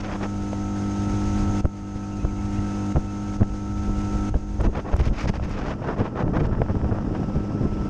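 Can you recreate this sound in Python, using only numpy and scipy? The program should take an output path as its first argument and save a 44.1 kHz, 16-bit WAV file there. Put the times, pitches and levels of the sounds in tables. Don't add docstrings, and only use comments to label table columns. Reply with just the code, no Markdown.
import sys
import numpy as np
from scipy import signal
from scipy.fft import rfft, irfft, next_fast_len
from scipy.io import wavfile
from scipy.ndimage import uniform_filter1d

SR = 44100
rng = np.random.default_rng(int(sys.argv[2]) if len(sys.argv) > 2 else 0)


def invert_db(level):
    return 10 ** (np.asarray(level, dtype=float) / 20)


def dump_mix(stems):
    frames = np.atleast_2d(stems).T
    limited = np.clip(frames, -1, 1)
    pcm = np.round(limited * 32767).astype(np.int16)
    wavfile.write(sys.argv[1], SR, pcm)


N = 347949

# (time [s], turn rate [1/s])
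TURN_RATE_HZ = [(0, 50.23), (.6, 50.29), (1.4, 50.44), (1.8, 50.23), (2.2, 50.26), (2.6, 50.45),
                (3.0, 50.46), (3.4, 50.53), (4.2, 50.73), (5.4, 50.74), (6.0, 50.88), (6.6, 50.72),
                (7.89, 50.73)]
# (time [s], share [0-1])
HEAD_ASIDE = [(0, 0), (4.7, 0), (5.6, .6), (6.3, .95), (7.5, .95), (7.89, .85)]
# (frequency [Hz], density [dB per Hz])
ROAR_SPECTRUM = [(120, 1.5), (300, -0.5), (700, -5.5), (1200, -10.5), (2000, -20.5)]
# (time [s], length [s], roar level [dB], rasp over roar [dB])
AIR_RUSHES = [(0, 0.017, -40.5, 3), (0.024, 0.053, -34, -5.5), (0.065, 0.11, -30.5, -10.5),
              (0.202, 0.068, -31, -8.5), (4.6, 0.017, -33.5, -11), (4.628, 0.046, -30.5, -10),
              (4.724, 0.096, -30, -12), (4.84, 0.081, -32, -16.5), (4.914, 0.031, -30.5, -8),
              (4.96, 0.039, -49, -2), (4.987, 0.031, -38.5, 1), (5.02, 0.075, -36, -3.5),
              (5.117, 0.16, -39, .5), (5.27, 0.037, -36, 1.5), (5.328, 0.052, -40, -2),
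              (5.412, 0.055, -40, -3), (5.456, 0.11, -39.5, -4), (5.539, 0.09, -32.5, -9),
              (5.602, 0.15, -32, -8.5), (5.811, 0.15, -29.5, -14), (5.961, 0.067, -30, -12),
              (6.012, 0.079, -31, -13.5), (6.144, 0.097, -28.5, -14.5), (6.331, 0.057, -25.5, -14.5),
              (6.388, 0.027, -30, -13), (6.427, 0.048, -38.5, -6.5), (6.506, 0.056, -34.5, -17),
              (6.68, 0.042, -34, -15), (6.9, 0.11, -35.5, -21), (7.129, 0.046, -34, -16)]


def rms_one(x):
    return x / np.sqrt(np.mean(x ** 2) + 1e-20)


def curve(rows):
    time_s, value = np.transpose(rows)
    return np.interp(np.arange(N) / SR, time_s, value)


def drift(rate_hz):
    r = np.exp(-80 * np.pi * rate_hz / SR)
    white = rng.standard_normal(N // 40 + 2002)
    slow = signal.lfilter([1], [1, -2 * r, r * r], white)[2000:]
    return np.interp(np.arange(N) / 40, np.arange(len(slow)), rms_one(slow))


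def noise(spectrum, lumpy_db, rate_hz):
    hz, density_db = np.transpose(spectrum)
    size = next_fast_len(N)
    bin_hz = np.arange(size // 2 + 1) * SR / size + 1e-3
    shape = invert_db(np.interp(np.log(bin_hz), np.log(hz), density_db, left=-90, right=-90))
    white = rng.standard_normal(N) * invert_db(lumpy_db * drift(rate_hz))
    return rms_one(irfft(rfft(white, size) * shape, size)[:N])


def drops():
    # (time [s], length [s], start [Hz], end [Hz], level [dB])
    chirps = [
        (2.02, 0.039, 2400, 2550, -56.5),
        (2.108, .05, 2870, 2660, -52),
        (2.19, 0.041, 2620, 2430, -50),
        (2.277, 0.034, 2330, 2200, -50),
        (2.383, .02, 2100, 2300, -50),
        (2.553, 0.045, 2410, 2950, -48),
        (2.587, 0.011, 1740, 2000, -42),
    ]
    out, wobble = np.zeros(N), drift(60)
    for time_s, length_s, start_hz, end_hz, level_db in chirps:
        i, size = round(time_s * SR), round(length_s * SR)
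        phase = 2 * np.pi * np.cumsum(np.linspace(start_hz, end_hz, size)) / SR
        whistle = np.sin(phase + 1.4 * wobble[i:i + size])
        out[i:i + size] += invert_db(level_db - 1.0) * signal.windows.tukey(size, .6) * whistle
    return out


def spray():
    # (frequency [Hz], density [dB per Hz])
    ahead_spectrum = [(70, -25.5), (130, -4.5), (250, -7), (500, -15), (1000, -18), (1900, -21.5),
                      (3000, -26), (4300, -29.5), (5200, -25.5), (6500, -27.5), (8000, -34), (11000, -46.5),
                      (12200, -60), (15000, -71)]
    # (frequency [Hz], density [dB per Hz])
    aside_spectrum = [(70, -30), (130, -6), (500, -13.5), (1500, -23.5), (2700, -22), (4200, -33.5),
                      (5250, -24), (7700, -37), (11000, -52), (12200, -72), (15000, -75)]
    ring_hz, ring_width_hz, ring_db = 6360, 610, -13.5
    aside = curve(HEAD_ASIDE)
    throb = 1 + 0.049 * np.sin(2 * np.pi * np.cumsum(curve(TURN_RATE_HZ)) / SR)
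    r, w = np.exp(-np.pi * ring_width_hz / SR), 2 * np.pi * ring_hz / SR
    ring = rng.standard_normal(N)
    for _ in range(2):
        ring = signal.lfilter([1, 0, -1], [1, -2 * r * np.cos(w), r * r], ring)
    ahead = noise(ahead_spectrum, lumpy_db=-1.26, rate_hz=12)
    ahead += invert_db(ring_db + 1.3 * drift(30)) * rms_one(ring)
    shaded = invert_db(6.5) * noise(aside_spectrum, lumpy_db=1.0, rate_hz=29)
    wash = np.sqrt(1 - aside) * ahead + np.sqrt(aside) * shaded
    return invert_db(-36.5 - 18.5 * aside) * throb * wash


def motor():
    # (multiple of turn rate [1], level [dB])
    harmonics = [(2, -2), (3, -24.5), (4, 0), (5, -14.5), (6, -4), (7, -15), (8, -20), (9, -26.5),
                 (10, -19), (11, -25), (12, -23.5), (13, -38.5), (14, -20), (15, -16.5), (16, -26),
                 (17, -31.5), (18, -17), (19, -39), (20, -32), (21, -36), (22, -38.5), (23, -47),
                 (24, -38.5), (25, -29.5), (26, -19), (27, -27), (28, -35.5), (29, -32), (30, -39.5),
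                 (31, -30.5),
                 (42, -37.5), (52, -34.5), (56, -38.5)]
    # (time [s], level [dB])
    whine_db = [(0, -22), (3, -20.5), (3.7, -19), (4.2, -17), (4.6, -26.5), (5.8, -25), (6.5, -27),
                (7, -34.5), (7.4, -29.5), (7.89, -27.5)]
    gear_multiple = 26
    aside = curve(HEAD_ASIDE)
    turns = np.cumsum(curve(TURN_RATE_HZ) * (1 + 0.00077 * drift(9.0))) / SR
    exhaust, cowl, gear = parts = np.zeros((3, N))
    for multiple, level_db in harmonics:
        part = 2 if multiple == gear_multiple else int(multiple >= 8)
        loose = np.clip(-level_db / 15 - 1, .3, 1.2)
        waver = invert_db(level_db + 3 * loose * drift(12))
        phase = 2 * np.pi * (multiple * turns + rng.random())
        parts[part] += waver * np.sin(phase + .8 * loose * (part < 2) * drift(8))
    mix = invert_db(-25 - 10 * aside) * exhaust + invert_db(-26 - 13.5 * aside) * cowl
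    return np.sqrt(2) * (mix + invert_db(curve(whine_db)) * gear)


def gain_db():
    # (time [s], gain [dB])
    gain_steps = [(0, -10.5), (1.611, -15), (2.203, -9), (2.928, -10), (3.371, -11.5), (4.298, -14.5),
                  (4.673, -16), (4.92, -11.5), (5.1, -12), (5.303, -11), (5.52, -9), (5.743, -9), (6.093, -7.5),
                  (6.33, -3.5), (6.45, -5), (6.573, -2), (6.9, -2), (7.149, 1)]
    recovery_s = 0.79
    time_s, depth_db = np.transpose(gain_steps)
    t = np.arange(N) / SR
    last = np.maximum(np.searchsorted(time_s, t) - 1, 0)
    return uniform_filter1d(depth_db[last] * np.exp(-(t - time_s[last]) / recovery_s), size=180)


def buffet():
    # (time [s], level [dB])
    wind = [(0.0, -39.5), (1.1, -36), (1.47, -26), (1.74, -44), (1.95, -44.5), (2.11, -37.5), (2.4, -34.5),
            (2.94, -39), (3.73, -34.5), (3.98, -32), (5.05, -34), (5.12, -37), (5.65, -33.5), (6.08, -38),
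            (6.5, -25.5), (6.66, -33), (7.1, -33.5), (7.89, -33)]
    # (frequency [Hz], density [dB per Hz])
    rumble_spectrum = [(12, 2), (25, 7.5), (70, 5), (110, -3.5), (200, -23)]
    # (frequency [Hz], density [dB per Hz])
    flutter_spectrum = [(60, -27), (110, 3), (200, 0.5), (400, -8), (900, -25.5), (2000, -49.5)]
    aside, wind_db = curve(HEAD_ASIDE), curve(wind)
    gust_db = wind_db - wind_db.mean()
    rumble = noise(rumble_spectrum, lumpy_db=3.5, rate_hz=6)
    rumble /= np.sqrt(uniform_filter1d(rumble ** 2, size=4000) + 1.5)
    flutter_db = -41.5 + 13 * aside + 0.5 * gust_db + 0.83 * drift(3.7)
    flutter = invert_db(flutter_db) * noise(flutter_spectrum, lumpy_db=5.0, rate_hz=51)
    draught = aside * invert_db(-40 + 0.29 * gust_db) * noise(ROAR_SPECTRUM, lumpy_db=3.5, rate_hz=70)
    return draught + invert_db(wind_db + 8.5) * rumble + flutter


def rushes():
    # (frequency [Hz], density [dB per Hz])
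    rasp_spectrum = [(800, 1.5), (1400, -0.5), (2500, -3), (3800, -13), (5000, -31)]
    # (frequency [Hz], density [dB per Hz])
    hiss_spectrum = [(3500, -8), (5000, 2), (6500, -3), (8500, -20), (11000, -31), (12200, -34),
                     (15000, -40.5)]
    crest = 0.56
    ragged = invert_db(2.0 * drift(100))
    spectra = (ROAR_SPECTRUM, rasp_spectrum, hiss_spectrum)
    layers = ragged * np.array([noise(s, lumpy_db=1.5, rate_hz=33) for s in spectra])
    steepness = np.array([[1], [1.3], [1.6]])
    out = np.zeros(N)
    for time_s, length_s, roar_db, rasp_db in AIR_RUSHES:
        i, j = round(time_s * SR), round((time_s + length_s) * SR)
        swell_db = np.interp(np.linspace(0, 1, j - i), [0, crest, 1], [-7, 1.5, -5])
        swell = invert_db(swell_db) * signal.windows.tukey(j - i, .25)
        gains = invert_db(roar_db + np.array([1.5, rasp_db + 0.058, -9 + 1.35 * rasp_db]))
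        out[i:j] += gains @ (swell ** steepness * layers[:, i:j])
    return out


def ticks():
    # (time [s], peak [dB])
    housing_ticks = [(1.6537, -50), (4.6144, -45), (4.6486, -62), (4.9199, -60), (4.958, -55),
                     (4.9664, -43.5), (5.0004, -49), (5.0118, -60), (5.0573, -55), (5.2321, -52),
                     (5.2974, -52.5), (5.349, -64), (5.3567, -63), (5.4475, -53), (5.4958, -54.5),
                     (5.9832, -61), (5.9882, -65), (6.2134, -61), (6.6184, -56), (7.8898, -62),
                     (6.3898, -61), (6.404, -67), (6.467, -60)]
    out, t = np.zeros(N + 400), np.arange(-100, 300) / SR
    bright = signal.butter(2, [3000, 9000], "band", fs=SR, output="sos")
    for time_s, peak_db in housing_ticks:
        burst = rng.standard_normal(400) * np.exp(-np.abs(t) / 0.00054)
        i = round(time_s * SR) - 100
        out[i:i + 400] += invert_db(peak_db + 12) * signal.sosfilt(bright, burst)
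    return out[:N]


def crackle():
    start_s, length_s, roar_db = np.transpose(AIR_RUSHES)[:3, :, None]
    place, size = rng.random((2, len(AIR_RUSHES), 2))
    time_s = start_s + place * length_s
    peak_db = roar_db + 10 - 7 * size
    return list(zip(time_s.ravel(), peak_db.ravel()))


def snaps():
    # (time [s], peak [dB])
    pressure_snaps = [(.238, -23.5), (.5317, -14), (1.6543, -13), (2.2507, -18), (2.9599, -14.5),
                      (2.9674, -14.5), (3.4105, -18), (3.4311, -15.5), (4.3428, -16.5), (4.6084, -15),
                      (4.6486, -30.5), (4.6655, -17.5), (4.9333, -18), (4.9403, -13.5), (4.9637, -19),
                      (4.9995, -16), (5.2579, -15), (5.2957, -18), (5.3396, -18.5), (5.3979, -20),
                      (5.6839, -19), (6.0006, -35), (6.1546, -31.5), (6.2806, -20.5), (6.6181, -6),
                      (6.8453, -17), (6.9259, -20), (7.1502, -19), (7.3664, -25), (7.6307, -27),
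                      (6.0118, -19), (6.2128, -22), (6.3695, -20), (6.4459, -24), (6.513, -25), (6.5518, -22),
              (6.663, -23), (6.699, -17.5), (6.755, -20.5), (6.815, -21), (6.879, -27), (6.913, -20),
              (6.9861, -17), (7.159, -24), (7.232, -22)]
    lowest_hz, spread = 600, .35
    corner_s, puff_s, puff_db, puff_hz = 0.00013, 0.0025, -21.5, 1700
    out, t = np.zeros(N + 400), np.arange(-100, 300) / SR
    low = signal.butter(3, puff_hz, fs=SR, output="sos")
    grit = rms_one(signal.sosfilt(low, rng.standard_normal(len(out))))
    puff_shape = invert_db(puff_db) * np.exp(-((t - puff_s / 2) / puff_s * 2) ** 2)
    for time_s, peak_db in [*pressure_snaps, *crackle()]:
        turn, skew, pitch = rng.random(3)
        hz = lowest_hz * (1 + spread * pitch)
        swell = np.exp((corner_s - np.hypot(t, corner_s)) * hz * np.where(t < 0, 3.5, 1.7))
        swing = np.cos(2 * np.pi * (hz * t + turn))
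        swing += 0.28 * np.cos(2 * np.pi * (2.16 * hz * t + skew))
        swing += 0.093 * np.cos(2 * np.pi * (3.6 * hz * t - skew)) * swell
        i = max(round(time_s * SR) - 100, 0)
        puff = puff_shape * grit[i:i + len(t)]
        out[i:i + len(t)] += invert_db(peak_db - 1.5) * (swell * swing + puff)
    return out[:N]


def thumps():
    # (time [s], length [s], level [dB], centre [Hz])
    strikes = [(1.433, 0.028, -28, 79.0), (1.652, 0.027, -12.5, 86), (1.962, 0.023, -27, 74.4),
               (2.249, 0.029, -16, 70.4), (2.591, 0.019, -21.5, 64.6), (2.969, 0.042, -13.5, 90),
               (3.418, 0.032, -10.5, 125), (3.892, 0.048, -21.5, 64.5), (4.149, 0.045, -23, 78),
               (4.357, 0.037, -15, 66), (4.611, 0.056, -18, 67.4), (4.673, 0.066, -14, 52.5),
               (4.943, 0.03, -14, 52.7), (5.006, 0.043, -15, 83), (5.073, 0.033, -17, 79),
               (5.111, 0.053, -17, 57.6), (5.257, 0.062, -20.5, 80), (5.3, 0.024, -16.5, 112.0),
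               (5.428, 0.04, -21.5, 66.0), (6.008, 0.048, -21, 125), (6.27, 0.03, -20.5, 114),
               (6.417, 0.057, -19.5, 190), (6.621, 0.017, -14.5, 146), (6.706, 0.026, -19, 118),
               (6.766, 0.028, -20.5, 86.5), (6.852, 0.065, -19.5, 88), (6.923, 0.025, -17, 123),
               (7.196, 0.066, -28.5, 91), (7.364, 0.05, -20.5, 94), (7.653, 0.064, -20.5, 100)]
    out = np.zeros(N)
    smooth = signal.butter(2, 550, fs=SR, output="sos")
    for time_s, length_s, level_db, hz in strikes:
        eddy = rng.standard_normal(6000)
        size = min(round(1.3 * length_s * SR), 4000)
        band = signal.butter(1, [.5 * hz, 2.53 * hz], "band", fs=SR, output="sos")
        rough = rms_one(signal.sosfilt(np.vstack([band, smooth]), eddy)[-size:])
        cycles = 0.785 * hz * (np.arange(size) - size / 2) / SR
        flip = rms_one(np.sin(2 * np.pi * cycles) + 0.57 * np.sin(4 * np.pi * cycles))
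        swing_sign, push_sign = np.sign(eddy[:2])
        motion = swing_sign * flip + .5 * rough + 0.83 * push_sign
        i = round(time_s * SR) - size // 2
        out[i:i + size] += invert_db(level_db - 1.6) * rms_one(motion * np.hanning(size))
    return out


def scene():
    boat = invert_db(gain_db()) * (spray() + motor())
    wind = buffet() + rushes() + ticks() + snaps() + thumps()
    return (drops() + boat + wind)[None]


def band_limit(x):
    return signal.sosfilt(signal.butter(12, 15000, fs=SR, output="sos"), x)


def record(dry):
    dull = signal.sosfilt(signal.butter(1, [14, 12000], "band", fs=SR, output="sos"), dry)
    return band_limit(.6 * np.tanh(dull / 0.63))


dry = scene()
out = record(dry)
dump_mix(out)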